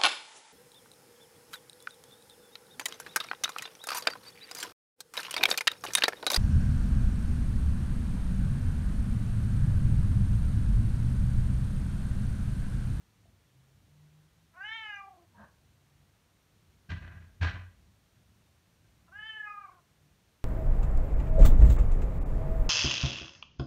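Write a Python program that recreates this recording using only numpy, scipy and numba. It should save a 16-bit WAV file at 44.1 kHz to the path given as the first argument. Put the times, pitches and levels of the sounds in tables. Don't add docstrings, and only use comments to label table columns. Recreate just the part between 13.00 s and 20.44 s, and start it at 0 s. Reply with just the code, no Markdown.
import sys
import numpy as np
from scipy import signal
from scipy.fft import rfft, irfft
from scipy.io import wavfile
from scipy.ndimage import uniform_filter1d
from numba import njit

SR = 44100
rng = np.random.default_rng(int(sys.argv[2]) if len(sys.argv) > 2 else 0)


def amplitude_ratio(level_db):
    exponent = np.asarray(level_db, float) / 20
    return 10 ** exponent


def wav_out(sig):
    wavfile.write(sys.argv[1], SR, np.round(np.clip(np.atleast_2d(sig).T, -1, 1) * 32767).astype(np.int16))


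N = 328184
T = np.arange(N) / SR


def level(x, db):
    return x * amplitude_ratio(db) / np.sqrt(np.mean(x ** 2))


def colour(points, hz):
    f, db = np.transpose(points)
    return np.interp(np.log(hz + 1), np.log(f), db, left=-90, right=-90)


def noise(points):
    white = rfft(rng.standard_normal(N))
    hz = np.arange(len(white)) * SR / N
    return level(irfft(white * amplitude_ratio(colour(points, hz)), N), 0)


def play(table):
    s, *columns = np.transpose(table)
    gate = np.clip(np.minimum(T - s[0], s[-1] - T) / 0.025, 0, 1)
    return gate, [np.interp(T, s, c) for c in columns]


def walk(rate):
    k = int(SR / rate)
    steps = np.repeat(rng.standard_normal(N // k + 1), k)
    return 1.48 * uniform_filter1d(uniform_filter1d(steps, k), k)[:N]


def ring(x, hz, t60):
    pole = np.exp(2j * np.pi * hz / SR - np.log(1000) / (t60 * SR))
    return signal.lfilter([1], [1, -pole], x).imag


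def swell(s, hold, db, attack, release, sag_db=0, depth_db=20):
    top_s = s + attack
    end_s, end_db = top_s + hold, db - sag_db * hold
    return np.array([(s, db - depth_db), (top_s, db), (end_s, end_db), (end_s + release, end_db - depth_db)])


def with_pitch(rows, hz, rise_hz=0):
    s, db = rows.T
    return np.transpose([s, hz + rise_hz * (s - s[0]), db])


def tone(tables, waver_db, second_db):
    out = np.zeros(N)
    for table in tables:
        gate, (hz, db) = play(table)
        phase = 2 * np.pi * np.cumsum(hz) / SR
        wave = np.sin(phase) + amplitude_ratio(second_db) * np.sin(2 * phase)
        out += gate * amplitude_ratio(db + 10 * np.log10(2) + waver_db * walk(25)) * wave
    return out


def town():
    # f/Hz, level/dB per Hz
    rumble_colour = [(12, -58), (20, -38), (37, -4), (86, -0.5), (107, 0.5), (125, -7.5), (140, -6.5),
                     (189, -7.5), (410, -30), (700, -26.5), (910, -81), (1540, -120)]
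    # f/Hz, level/dB per Hz
    hiss_colour = [(200, -10.5), (300, -1), (520, -6.5), (1600, -9), (4300, -12.5), (4950, -16),
                   (5700, -13.5), (7000, -16), (7700, -18.5), (8600, -16.5), (9800, -18.5), (10450, -23),
                   (11300, -19), (15680, -22.5)]
    # t/s, half length/s, rise/dB
    rumble_swells = [
        (0.287, 0.068, 5.5),
        (1.3, 0.34, 1),
        (4.3, 0.55, 7.5),
        (5.5, 0.26, 1),
        (6.704, 0.1, -1),
    ]
    db = -68.5 + sum(up_db * np.exp(-((T - s) / half) ** 2) for s, half, up_db in rumble_swells)
    flicker_db = 1.5 * walk(8)
    return amplitude_ratio(db + flicker_db) * noise(rumble_colour) + amplitude_ratio(-72) * noise(hiss_colour)


def engine():
    # t/s, hold/s, level/dB, firing tone f/Hz
    gears = [
        (.45, 0.075, -61, 129),
        (0.867, 0.13, -59, 147),
        (1.195, 0.051, -65.5, 159),
        (2.602, 0.21, -66.5, 135),
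        (3.407, 0.13, -71.5, 149),
        (6.78, 0.091, -70.5, 142),
    ]
    attack_s, release_s, climb_hz_s = 0.18, 0.12, 18
    pulls = []
    for s, hold, db, hz in gears:
        rise_and_fall = swell(s, hold, db, attack_s, release_s, depth_db=6)
        pulls.append(with_pitch(rise_and_fall, hz, climb_hz_s))
    return amplitude_ratio(-3.5) * tone(pulls, waver_db=2, second_db=-24)


@njit
def boards(x, lags, gain, damp):
    line, soft, out = np.zeros((8, 4096)), np.zeros(8), np.zeros(len(x))
    for i in range(len(x)):
        total = 0.
        for k in range(8):
            soft[k] += (1 - damp) * (gain[k] * line[k, (i - lags[k]) & 4095] - soft[k])
            total += soft[k]
            out[i] += soft[k] * (1 - 2 * (k % 2))
        for k in range(8):
            line[k, i & 4095] = x[i] + soft[k] - total / 4
    return out


def deck_echo(send):
    t60_s, damp = 0.32, 0.5
    lags = rng.integers(500, 2600, 8)
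    send = signal.sosfilt(signal.butter(2, 450, "high", fs=SR, output="sos"), send)
    return boards(send + 1e-18, lags, amplitude_ratio(-60 * lags / SR / t60_s), damp)


def ticks():
    # t/s, peak level/dB, f/Hz, t60/s
    taps = [
        (.254, -53, 678, 0.034),
        (.256, -56, 390, 0.029),
        (1.553, -53, 1480, 0.044),
        (2.345, -59.5, 946, 0.2),
        (4.411, -40.5, 1570, .18),
        (4.413, -39.5, 1680, .2),
        (4.87, -68, 4000, .04),
        (5.42, -66, 2690, .03),
        (5.46, -66, 3620, .03),
        (5.841, -72, 1570, .2),
    ]
    out = np.zeros(N)
    for s, db, hz, t60 in taps:
        age = np.clip(T - s, 0, None)
        decay = 1000. ** (-age / t60) * (1 - np.exp(-age / .003))
        out += amplitude_ratio(db) * np.sin(2 * np.pi * hz * age) * decay
    return out


def scuff():
    # f/Hz, level/dB per Hz
    scrape_colour = [(180, -49), (300, -10), (369, -15), (648, 0.5), (804, -7), (916, 1.5), (1410, -8),
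                     (1630, 0.5), (2110, -24), (4000, -30), (5200, -61), (8800, -120)]
    gate, (db,) = play(swell(2.335, 0.045, 0, attack=0.063, release=0.048, depth_db=18))
    thud = noise([(60, -5), (95, -2.5), (140, -14), (205, 2), (280, -29)])
    scrape = amplitude_ratio(-56.5 + 1.0 * walk(150)) * noise(scrape_colour)
    return gate * amplitude_ratio(db) * (scrape + amplitude_ratio(-58.5) * thud)


def gate_boom(push):
    # f/Hz, level/dB, t60/s
    panel = [(54.4, -8, 0.65), (112, 0, 0.32), (153.2, -0.5, 0.24), (186.6, -7.5, 0.48),
             (246.2, -11.5, 0.63), (323, -28, 0.44)]
    # t/s, hold/s, level/dB, f/Hz
    panel_swings = [
        (3.877, .06, -36, 85),
        (3.985, 0.13, -44.5, 84.4),
        (4.115, .14, -46, 85),
        (4.391, 0.049, -24.5, 84.2),
        (4.515, .14, -40.5, 90.3),
    ]
    attack_s, release_s, sag_db_s = .025, 0.059, 70
    thud = sum(amplitude_ratio(db) * ring(push, hz, t60) for hz, db, t60 in panel)
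    swings = []
    for s, hold, db, hz in panel_swings:
        swings.append(with_pitch(swell(s, hold, db, attack_s, release_s, sag_db_s), hz))
    return tone(swings, waver_db=.3, second_db=-30) + amplitude_ratio(-2.0) * thud


def gate_rattle(shake):
    # f/Hz, level/dB per Hz
    rattle_colour = [(250, -10.5), (330, -11), (500, -19.5), (700, -13), (870, -19), (1380, -10.5),
                     (1630, -2.5), (1850, -10), (2800, -14), (3700, -23), (4200, -21), (5000, -33),
                     (5600, -30), (11000, -63)]
    # f/Hz, level/dB, t60/s
    slat_modes = [(298.6, -11, 0.18), (682, -10.5, 0.094), (1031, -3, 0.15), (1230, 2.5, 0.044),
                  (1570, -17, 0.033), (1635.5, -3.5, 0.088), (1750, -9, 0.032), (2010, -0.5, 0.053),
                  (2130, -7, 0.036), (2580, -4.5, 0.049), (3190, -5.5, .06), (4100, -11, 0.062)]
    slats = noise(rattle_colour) * amplitude_ratio(2.2 * walk(200) + .8 * walk(50))
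    dull = signal.sosfiltfilt(signal.butter(2, 2800, fs=SR, output="sos"), slats)
    rattle = amplitude_ratio(-7.5) * (np.sqrt(shake) * [dull, slats - dull]).sum(axis=0)
    return rattle + amplitude_ratio(-41.5) * sum(amplitude_ratio(db) * ring(rattle, hz, t60) for hz, db, t60 in slat_modes)


def gate_bangs():
    # t/s, rattle level/dB, thud level/dB, rattle length/s
    bangs = [
        [(3.889, -36.5, -42, 0.055), (3.92, -34, -36, .015), (4.013, -36.5, -45, 0.029),
         (4.055, -45, -57, 0.054), (4.1, -43.5, -51, 0.022), (4.146, -50.5, -49.5, 0.042),
         (4.199, -57.5, -59, 0.077)],
        [(4.409, -27.5, -40, 0.048), (4.427, -25, -39.5, 0.039), (4.469, -35, -40, 0.012),
         (4.54, -39, -51, 0.053)],
    ]
    treble_db, treble_loss_db, treble_fades_s = 5, 13, 0.089
    shake, push = np.zeros((2, N)), np.zeros(N)
    for bang in bangs:
        first = bang[0][0]
        for s, rattle_db, thud_db, length in bang:
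            bright_db = rattle_db + treble_db - treble_loss_db * (1 - np.exp((first - s) / treble_fades_s))
            age = np.clip(T - s, 0, None)
            shape = (1 - np.exp(-age / 0.0063)) ** 2 * np.exp(-age / length)
            shake += (amplitude_ratio([[rattle_db], [bright_db]]) * shape) ** 2
            push[int(s * SR)] += amplitude_ratio(thud_db)
    push = np.convolve(push, np.hanning(int(0.0046 * SR)) / (0.0016 * SR))[:N]
    return gate_rattle(shake), gate_boom(push)


def meow(table, quaver, turned):
    # f/Hz, level/dB
    nose = [(4200, -43.5), (4700, -41.5), (5300, -43.5), (6800, -47.5), (7800, -55), (9000, -60)]
    gate, columns = play(table)
    on = gate > 0
    t = T[on]
    smooth = [uniform_filter1d(c, size=size)[on] for c, size in zip(columns, (800, 700, 700, 700))]
    hz, db, mouth_hz, throat_db = smooth
    chest_turn_db, palate_turn_db, edge_turn_db = turned

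    wide = .5 + .5 * np.tanh((mouth_hz - 1570) / 60)
    wide = np.maximum.accumulate(wide[::-1])[::-1]
    shut_hz, wide_hz = 2380, 3116 + 4.3 * (hz - 459)
    throat_hz = shut_hz + (wide_hz - shut_hz) * wide
    chest_db = -55.5 + chest_turn_db + 0.27 * (db + throat_db + 44.5) - db
    chest_db = chest_db.clip(-40, -4)
    palate_db = throat_db - 2 + palate_turn_db

    crest, rate, tires, last_hoarse, first_db = quaver
    clean_hoarse = .09
    tired = ((t - tires) / .13).clip(0, 1)
    swing = .003 + .035 * tired ** 2
    throb_db = first_db + (4.5 - first_db) * tired
    onset = .5 * np.exp(-((t - t[0]) / .035) ** 2 / 2)
    tiring = ((t - tires) / (t[-1] - tires)).clip(0, 1)
    hoarse = clean_hoarse + onset + (last_hoarse - clean_hoarse) * tiring
    beat = np.cos(2 * np.pi * rate * (t - crest))
    phase = 2 * np.pi * np.cumsum(hz * (1 + swing * beat + 0.052 * hoarse * walk(150)[on])) / SR
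    order = np.arange(1, 19)[:, None]
    f = hz * order

    def resonance(centre_hz, width_hz, power):
        return 1 / (1 + (2 * (f - centre_hz) / width_hz) ** power)

    mouth = resonance(mouth_hz, 408 * (1 + 0.91 * hoarse), 2) ** 1.78
    gain = mouth + amplitude_ratio(throat_db) * resonance(throat_hz, 495, 4)
    gain = gain + amplitude_ratio(chest_db) * resonance(816, 670, 4)
    gain = gain + amplitude_ratio(palate_db) * resonance(2200, 500, 4)
    edge_db = throat_db + edge_turn_db - 8.0 + 0.93 * (hz - 450).clip(-25, 0)
    gain = gain + amplitude_ratio(edge_db) * resonance(3700, 600, 4)
    gain = gain / np.sqrt(1 + (f / 4100) ** 16)
    loudness = np.sqrt((gain[1:] ** 2).sum(axis=0) / 2)
    gain = (gain + mouth * (amplitude_ratio(throb_db * beat) - 1)) / loudness
    gain[0] = amplitude_ratio(-38 + 1.9 * (db.max() - db - 4).clip(0, 17) + 4 * walk(30)[on] - 25 * onset)

    patches = np.array([amplitude_ratio(4 * walk(20) + 5.0 * walk(300))[on] for _ in f])
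    flicker = []
    for k in range(len(f)):
        flicker.append(amplitude_ratio(min(.5 * k, 1.8) * walk(30)[on] + (.7 + 4 * hoarse) * walk(150)[on]))
    nose_db = colour(nose, f) + 3.5 + 0.48 * throat_db + edge_turn_db / 2
    gain = (gain + amplitude_ratio(nose_db) * patches) * np.array(flicker)
    uneven = 1 + 1.5 * (hoarse - .3).clip(0, .5) * np.cos(phase / 2)
    gain = gain * amplitude_ratio(-24 * onset * (f / 1700 - 1).clip(0, 1))
    harmonics = gain * np.sin(order * (phase + 0.81 * order))
    out = np.zeros(N)
    out[on] = amplitude_ratio(db) * uneven * harmonics.sum(axis=0)
    return gate * out


def cat_calls():
    # t/s, pitch f/Hz, level/dB, mouth resonance f/Hz, throat level/dB against the mouth
    calls = [
        [(1.525, 325, -72, 1420, -25), (1.565, 348, -54, 1350, -17), (1.6, 372.4, -41.5, 1570, -36.5),
         (1.665, 429, -43.5, 1645, -3), (1.752, 457.2, -41.5, 1635, -6.5), (1.96, 401.9, -43.5, 1570, -10),
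         (2.01, 395.2, -46.5, 1245, -12.5), (2.1, 386, -56, 756, -35), (2.265, 323.7, -72, 650, -35)],
        [(6.07, 304, -60.5, 1200, -18), (6.114, 335, -70.5, 1170, -24), (6.134, 393, -52, 1580, -18),
         (6.185, 425, -44, 1660, -15), (6.285, 441, -44.5, 1680, -1.5), (6.44, 421.7, -43.5, 1665, -18),
         (6.525, 413, -43, 1230, -16), (6.625, 398.2, -50.5, 1300, -18), (6.82, 335.8, -71, 1010, -23)],
    ]
    # a crest t/s, rate f/Hz, tiring starts t/s,
    # last hoarseness [0-1], first throb level/dB
    quavers = [
        (2.082, 27.8, 1.97, .6, 2.5),
        (6.582, 28.5, 6.55, .7, 3.5),
    ]
    # chest level/dB, palate level/dB, edge level/dB
    head_turns = [
        (1, 1.5, 3.5),
        (-6, -12.5, -8),
    ]
    return sum(meow(*call) for call in zip(calls, quavers, head_turns))


def scene():
    background = town() + engine()
    small = ticks() + scuff()
    rattle, boom = gate_bangs()
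    cat = cat_calls()
    echo = deck_echo(amplitude_ratio(-14.5) * cat + amplitude_ratio(-11.0) * rattle + amplitude_ratio(-10.0) * small)
    return (amplitude_ratio(-0.5) * cat + rattle + boom + small + echo + background)[None]


def low_pass(x):
    return signal.sosfilt(signal.butter(12, 15670, fs=SR, output="sos"), x)


def record(dry):
    thin = signal.sosfilt(signal.butter(4, 47, "high", fs=SR, output="sos"), dry)
    return low_pass(thin)


dry = scene()
out = record(dry)
wav_out(out)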